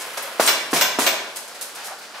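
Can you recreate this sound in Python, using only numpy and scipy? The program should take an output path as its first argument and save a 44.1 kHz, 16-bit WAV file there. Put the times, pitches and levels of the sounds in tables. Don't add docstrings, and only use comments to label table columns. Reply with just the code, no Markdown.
import sys
import numpy as np
from scipy import signal
from scipy.fft import rfft, irfft
from scipy.io import wavfile

SR = 44100
rng = np.random.default_rng(int(sys.argv[2]) if len(sys.argv) > 2 else 0)


def digitize_waveform(pressure):
    field = np.atleast_2d(pressure).T
    bounded = np.clip(field, -1, 1)
    quanta = np.round(bounded * 32767).astype(np.int16)
    wavfile.write(sys.argv[1], SR, quanta)


N = 97020
T = np.arange(N) / SR
HZ = np.fft.rfftfreq(N, 1 / SR)

# frequency in Hz, relative level in dB.
AIR_SPECTRUM = [(25, 6), (60, -8), (120, -11), (200, -3.5), (450, 2.5), (800, 2.5), (1500, 4.5),
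                (2200, -10.5), (4700, 1), (9500, -11.5), (12500, -39), (15500, -35)]
RUSTLE_SPECTRUM = [(60, -11), (170, -18.5), (450, 0), (1500, 4), (3000, 1), (6000, -12), (11000, -8),
                   (16000, -18.5)]
CRINKLE_SPECTRUM = [(60, -62), (300, -14.5), (900, -4.5), (3000, -7.5), (7000, -5.5), (11500, -7),
                    (14000, -13), (16000, -24)]
CRUSH_SPECTRUM = [(60, -32), (250, -1.5), (700, 4), (2000, 4.5), (5000, 1.5), (10000, 1), (13000, -4.5),
                  (16000, -11)]
SKID_SPECTRUM = [(100, -50), (5000, -15), (6800, -12), (8700, -4), (10000, -10), (12000, -20), (16000, -30)]
SLAP_SPECTRUM = [(40, -30), (100, -23), (200, -1), (450, 0), (1100, 8), (2000, -4.5), (5000, -14.5),
                 (16000, -25)]
SHUDDER_SPECTRUM = [(40, -11), (90, -14), (150, 3.5), (280, 0), (460, 2), (700, -14), (2000, -35),
                    (16000, -70)]
CLANK_SPECTRUM = [(60, -42), (250, -8.5), (600, -3), (1100, -2.5), (2300, 0.5), (4000, -2.5), (7500, -7),
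                  (10000, -19.5), (12800, -17), (13300, -5), (14700, -6), (15600, -26)]
SCUFF_SPECTRUM = [(60, -25), (300, -31), (750, 5), (1600, 5), (2800, 2), (6000, -6.5), (16000, -22)]
# time in seconds, level in dB.
RUSTLE_LEVEL = [(0, -33), (.11, -34), (.28, -35.5), (.38, -36), (1.2, -40.5), (1.45, -43), (1.7, -41),
                (1.98, -46.5), (2.2, -42)]
# start in seconds, level in dB, rise and hold in seconds,
# tilt in dB per octave.
CRINKLES = [(0.0, -32.5, 0.0015, 0.021, 0), (0.133, -38.5, 0.0023, .005, 9),
            (0.172, -24.5, 0.0029, 0.0094, -3), (0.223, -32, 0.0024, 0.0099, 14),
            (0.27, -32.5, 0.0062, 0.0063, -6.5), (0.308, -46, .003, 0.0057, -9.5),
            (0.7, -30.5, .022, 0.022, 0.5), (1.357, -28, 0.0048, 0.016, 1.5),
            (1.476, -37.5, 0.0024, 0.0078, 0.5), (1.545, -40, 0.00298, 0.018, -2),
            (1.608, -30.5, 0.0046, 0.02, 2), (1.747, -36.5, .005, 0.018, 1), (1.836, -34, 0.015, 0.039, 1),
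            (1.985, -43.5, 0.0033, .008, 8)]
# start in seconds, boom level in dB and frequency in Hz,
# pop level in dB and frequency in Hz, slap level in dB, film level in dB.
PUNCHES = [(0.3972, -28.5, 270, -6, 566, -11, -18.5), (0.7303, -11.5, 286, -25, 640, -14.5, -19),
           (0.987, -13, 261, -15, 685, -15.5, -19)]
# start in seconds, level in dB, hold in seconds.
SKID = (0.461, -17, 0.0063)
# start in seconds, level in dB, hold in seconds, tilt in dB per octave,
# gain of the ring from 0 to 1.
CLANKS = [(0.474, -15, 0.019, 0.5, 0.8), (0.759, -19.5, 0.0068, -2, 0), (0.81, -14, 0.014, 1, 0.65),
          (1.0634, -15, 0.013, 0.5, 0.2)]
# frequency in Hz, level in dB, time to fall 60 dB in seconds.
STEEL_MODES = [(646, -3, .7), (1007, -1, .7), (1126, -4, .7), (1560, -3, .7), (1613, -2, .8),
               (1753, -3, .8), (2242, -1, .6), (2320, -3, .5), (2800, -1, .6), (3213, -5, .6),
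               (3444, 3, .85), (3466, 1, .8), (4010, -3, .6), (5268, 0, .45), (5391, 5, .65),
               (5490, -2, .45), (6070, -4, .4), (6278, -1, .5), (7420, -7, .4), (8560, -8, .4),
               (13310, -2, .6), (13400, -6, .45), (14550, -6, .3)]
# start in seconds, level in dB, hold in seconds, tilt in dB per octave.
SCUFFS = [(1.763, -37, 0.083, 0.5), (1.862, -36.5, 0.077, -6), (2.009, -41, 0.049, 2.5),
          (2.137, -37.5, 0.053, -1.5)]
# delay in seconds, relative gain.
ECHOES = [(.0028, 0.082), (.0066, 0.019), (.0088, 0.03), (0.032, .06)]
# frequency in Hz, time to fall 60 dB in seconds.
ROOM_T60 = [(100, .6), (300, 1), (700, 0.87), (1800, 0.77), (4600, 0.62), (12000, 0.38), (16000, 0.25)]
# frequency in Hz, gain in dB.
GARAGE_COLOUR = [(120, -0.5), (350, -1), (460, 2), (570, 1), (850, 0), (1010, -1), (1290, -1.5), (1500, 0),
                 (1750, -0.5), (2700, -0.5), (12000, 0.5)]
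# frequency in Hz, level of side relative to mid in dB.
WIDTH = [(40, -39), (110, -18), (220, -23.5), (450, -20.5), (750, -14.5), (1400, -9.5), (2600, -1.5),
         (6000, -5.5), (15000, 0)]


def amp(db):
    return 10 ** (db / 20)


def read(table, hz):
    freqs, values = np.transpose(table)
    return np.interp(np.log(hz + 1), np.log(freqs), values)


def delay(x, seconds):
    silence = np.zeros(x.shape[:-1] + (round(seconds * SR),))
    return np.concatenate([silence, x], -1)[..., :N]


def stereo(pair, db=0):
    mid, side = rfft(pair)
    width = amp(read(WIDTH, HZ))
    channels = np.array([mid + 1j * width * side, mid - 1j * width * side])
    x = irfft(channels * amp(db) / np.hypot(1, width), N)
    return x / np.sqrt(np.mean(x ** 2) + 1e-20)


def tilted(spectrum, tilt):
    return read(spectrum, HZ) + tilt * np.log2((HZ + 300) / 3000)


def hiss(spectrum, tilt=0):
    return stereo(rng.standard_normal((2, N)), tilted(spectrum, tilt))


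def crackle(spectrum, tilt=0, snaps_per_s=5000, spread_db=3):
    sizes = amp(spread_db * np.minimum(rng.exponential(1, N), 3))
    occurs = rng.random(N) < snaps_per_s / SR
    signs = np.sign(rng.standard_normal((2, N)))
    return stereo(sizes * occurs * signs, tilted(spectrum, tilt))


def envelope(start, rise, hold, fall):
    return np.clip((T - start) / rise, 0, 1) * np.exp(-np.clip((T - start - hold) / fall, 0, 20))


def echoes(x):
    return sum(gain * delay(x, lag) for lag, gain in ECHOES)


def garage(x, wet_db):
    noise = stereo(rng.standard_normal((2, N)))[:, :SR]
    hz, t, bands = signal.stft(noise, SR, nperseg=256)
    decay = amp(-60 * t / read(ROOM_T60, hz)[:, None])
    tail = signal.istft(bands * decay, SR, nperseg=256)[1]
    tail *= np.minimum(T[:tail.shape[1]] / 0.0083, 1)
    tail /= np.sqrt(np.sum(tail ** 2) / 2)
    diffuse = signal.fftconvolve(x, tail, axes=1)[:, :N]
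    return x + 0.8 * echoes(x) + amp(wet_db) * diffuse


def air():
    return amp(-42.5) * hiss(AIR_SPECTRUM)


def rustle():
    level = amp(np.interp(T, *np.transpose(RUSTLE_LEVEL)))
    return level * crackle(RUSTLE_SPECTRUM, snaps_per_s=13000, spread_db=5.5)


def film():
    out = np.zeros((2, N))
    for start, *_, db in PUNCHES:
        sag_db = 91 * (T - start)
        crush = envelope(start, rise=0.0068, hold=0.044, fall=0.06)
        out += amp(db - sag_db) * crush * crackle(CRUSH_SPECTRUM)
    for start, db, rise, hold, tilt in CRINKLES:
        out += amp(db) * envelope(start, rise, hold, fall=0.01) * crackle(CRINKLE_SPECTRUM, tilt)
    start, db, hold = SKID
    out += amp(db) * envelope(start, rise=0.002, hold=hold, fall=0.01) * hiss(SKID_SPECTRUM)
    return garage(out, wet_db=-1)


def knock(hz, peak_s):
    age = np.minimum(T / peak_s, 20)
    motion = age * np.exp(1 - age) * np.sin(2 * np.pi * hz * T)
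    return np.gradient(motion) * SR / (2 * np.pi * hz)


def thuds():
    cavity_hz, cavity_t60 = 284, 0.39
    cavity = amp(-20 - 60 * T / cavity_t60) * np.sin(2 * np.pi * cavity_hz * T)
    knocks, noise = np.zeros((2, 2, N))
    for start, boom_db, boom_hz, pop_db, pop_hz, slap_db, _ in PUNCHES:
        boom = amp(boom_db) * knock(boom_hz, peak_s=0.0023)
        pop = amp(pop_db) * knock(pop_hz, peak_s=0.0012)
        blow = delay(boom - pop, start)
        knocks += blow + echoes(blow) + amp(boom_db) * delay(cavity, start)
        slap = hiss(SLAP_SPECTRUM) * envelope(start, rise=0.00033, hold=0.00033, fall=0.012)
        shudder = hiss(SHUDDER_SPECTRUM) * envelope(start, rise=0.0083, hold=0.0083, fall=0.025)
        noise += amp(slap_db) * slap + amp(boom_db - 17.5) * shudder
    return knocks + garage(noise, wet_db=-8)


def steel_ring():
    t = T[:SR]
    tones = np.zeros((2, N))
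    for hz, db, t60 in STEEL_MODES:
        phase = 2 * np.pi * rng.random()
        stereo_phase = np.array([[1], [-1]]) * np.arctan(amp(read(WIDTH, hz))) * rng.choice([-1, 1])
        tones[:, :SR] += amp(db - 60 * t / t60) * np.sin(2 * np.pi * hz * t + phase + stereo_phase)
    return tones / np.sqrt(len(STEEL_MODES) / 2)


def chain():
    clack, clash, ring = np.zeros((3, 2, N))
    for start, db, hold, tilt, ring_gain in CLANKS:
        links = amp(db) * crackle(CLANK_SPECTRUM, tilt, snaps_per_s=7000, spread_db=2.5)
        clack += links * envelope(start, rise=0.002, hold=hold, fall=0.0093)
        clash += links * envelope(start, rise=0.002, hold=hold, fall=0.016)
        swell = np.minimum(T / hold, 1)
        ring += ring_gain * delay(steel_ring() * swell, start)
    half_width_hz, boost = 15.8, 1.4
    resonances = sum(amp(db) / (1 + 1j * (HZ - hz) / half_width_hz) for hz, db, _ in STEEL_MODES)
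    response = (1 + boost * resonances) / np.hypot(1, boost / 2)
    jangle = irfft(rfft(clash) * response, N)
    return amp(-11) * clack + garage(jangle, wet_db=-0.5) + amp(-23.5) * ring


def shoes():
    out = np.zeros((2, N))
    for start, db, hold, tilt in SCUFFS:
        out += amp(db) * envelope(start, rise=0.0079, hold=hold, fall=0.016) * hiss(SCUFF_SPECTRUM, tilt)
    return garage(out, wet_db=-9)


def scene():
    mix = thuds() + film() + chain() + shoes() + rustle() + air()
    colour = amp(read(GARAGE_COLOUR, np.fft.rfftfreq(2 * N, 1 / SR)))
    return irfft(rfft(mix, 2 * N) * colour)[:, :N]


def record(dry):
    low_cut_hz, high_cut_hz = 115, 15750
    highpass = signal.butter(3, low_cut_hz, "high", fs=SR, output="sos")
    lowpass = signal.firwin(511, high_cut_hz, window=("kaiser", 9), fs=SR)
    clipped = np.clip(signal.sosfilt(highpass, dry), -1, 1)
    return signal.oaconvolve(clipped, lowpass[None], "same")


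dry = scene()
out = record(dry)
digitize_waveform(out)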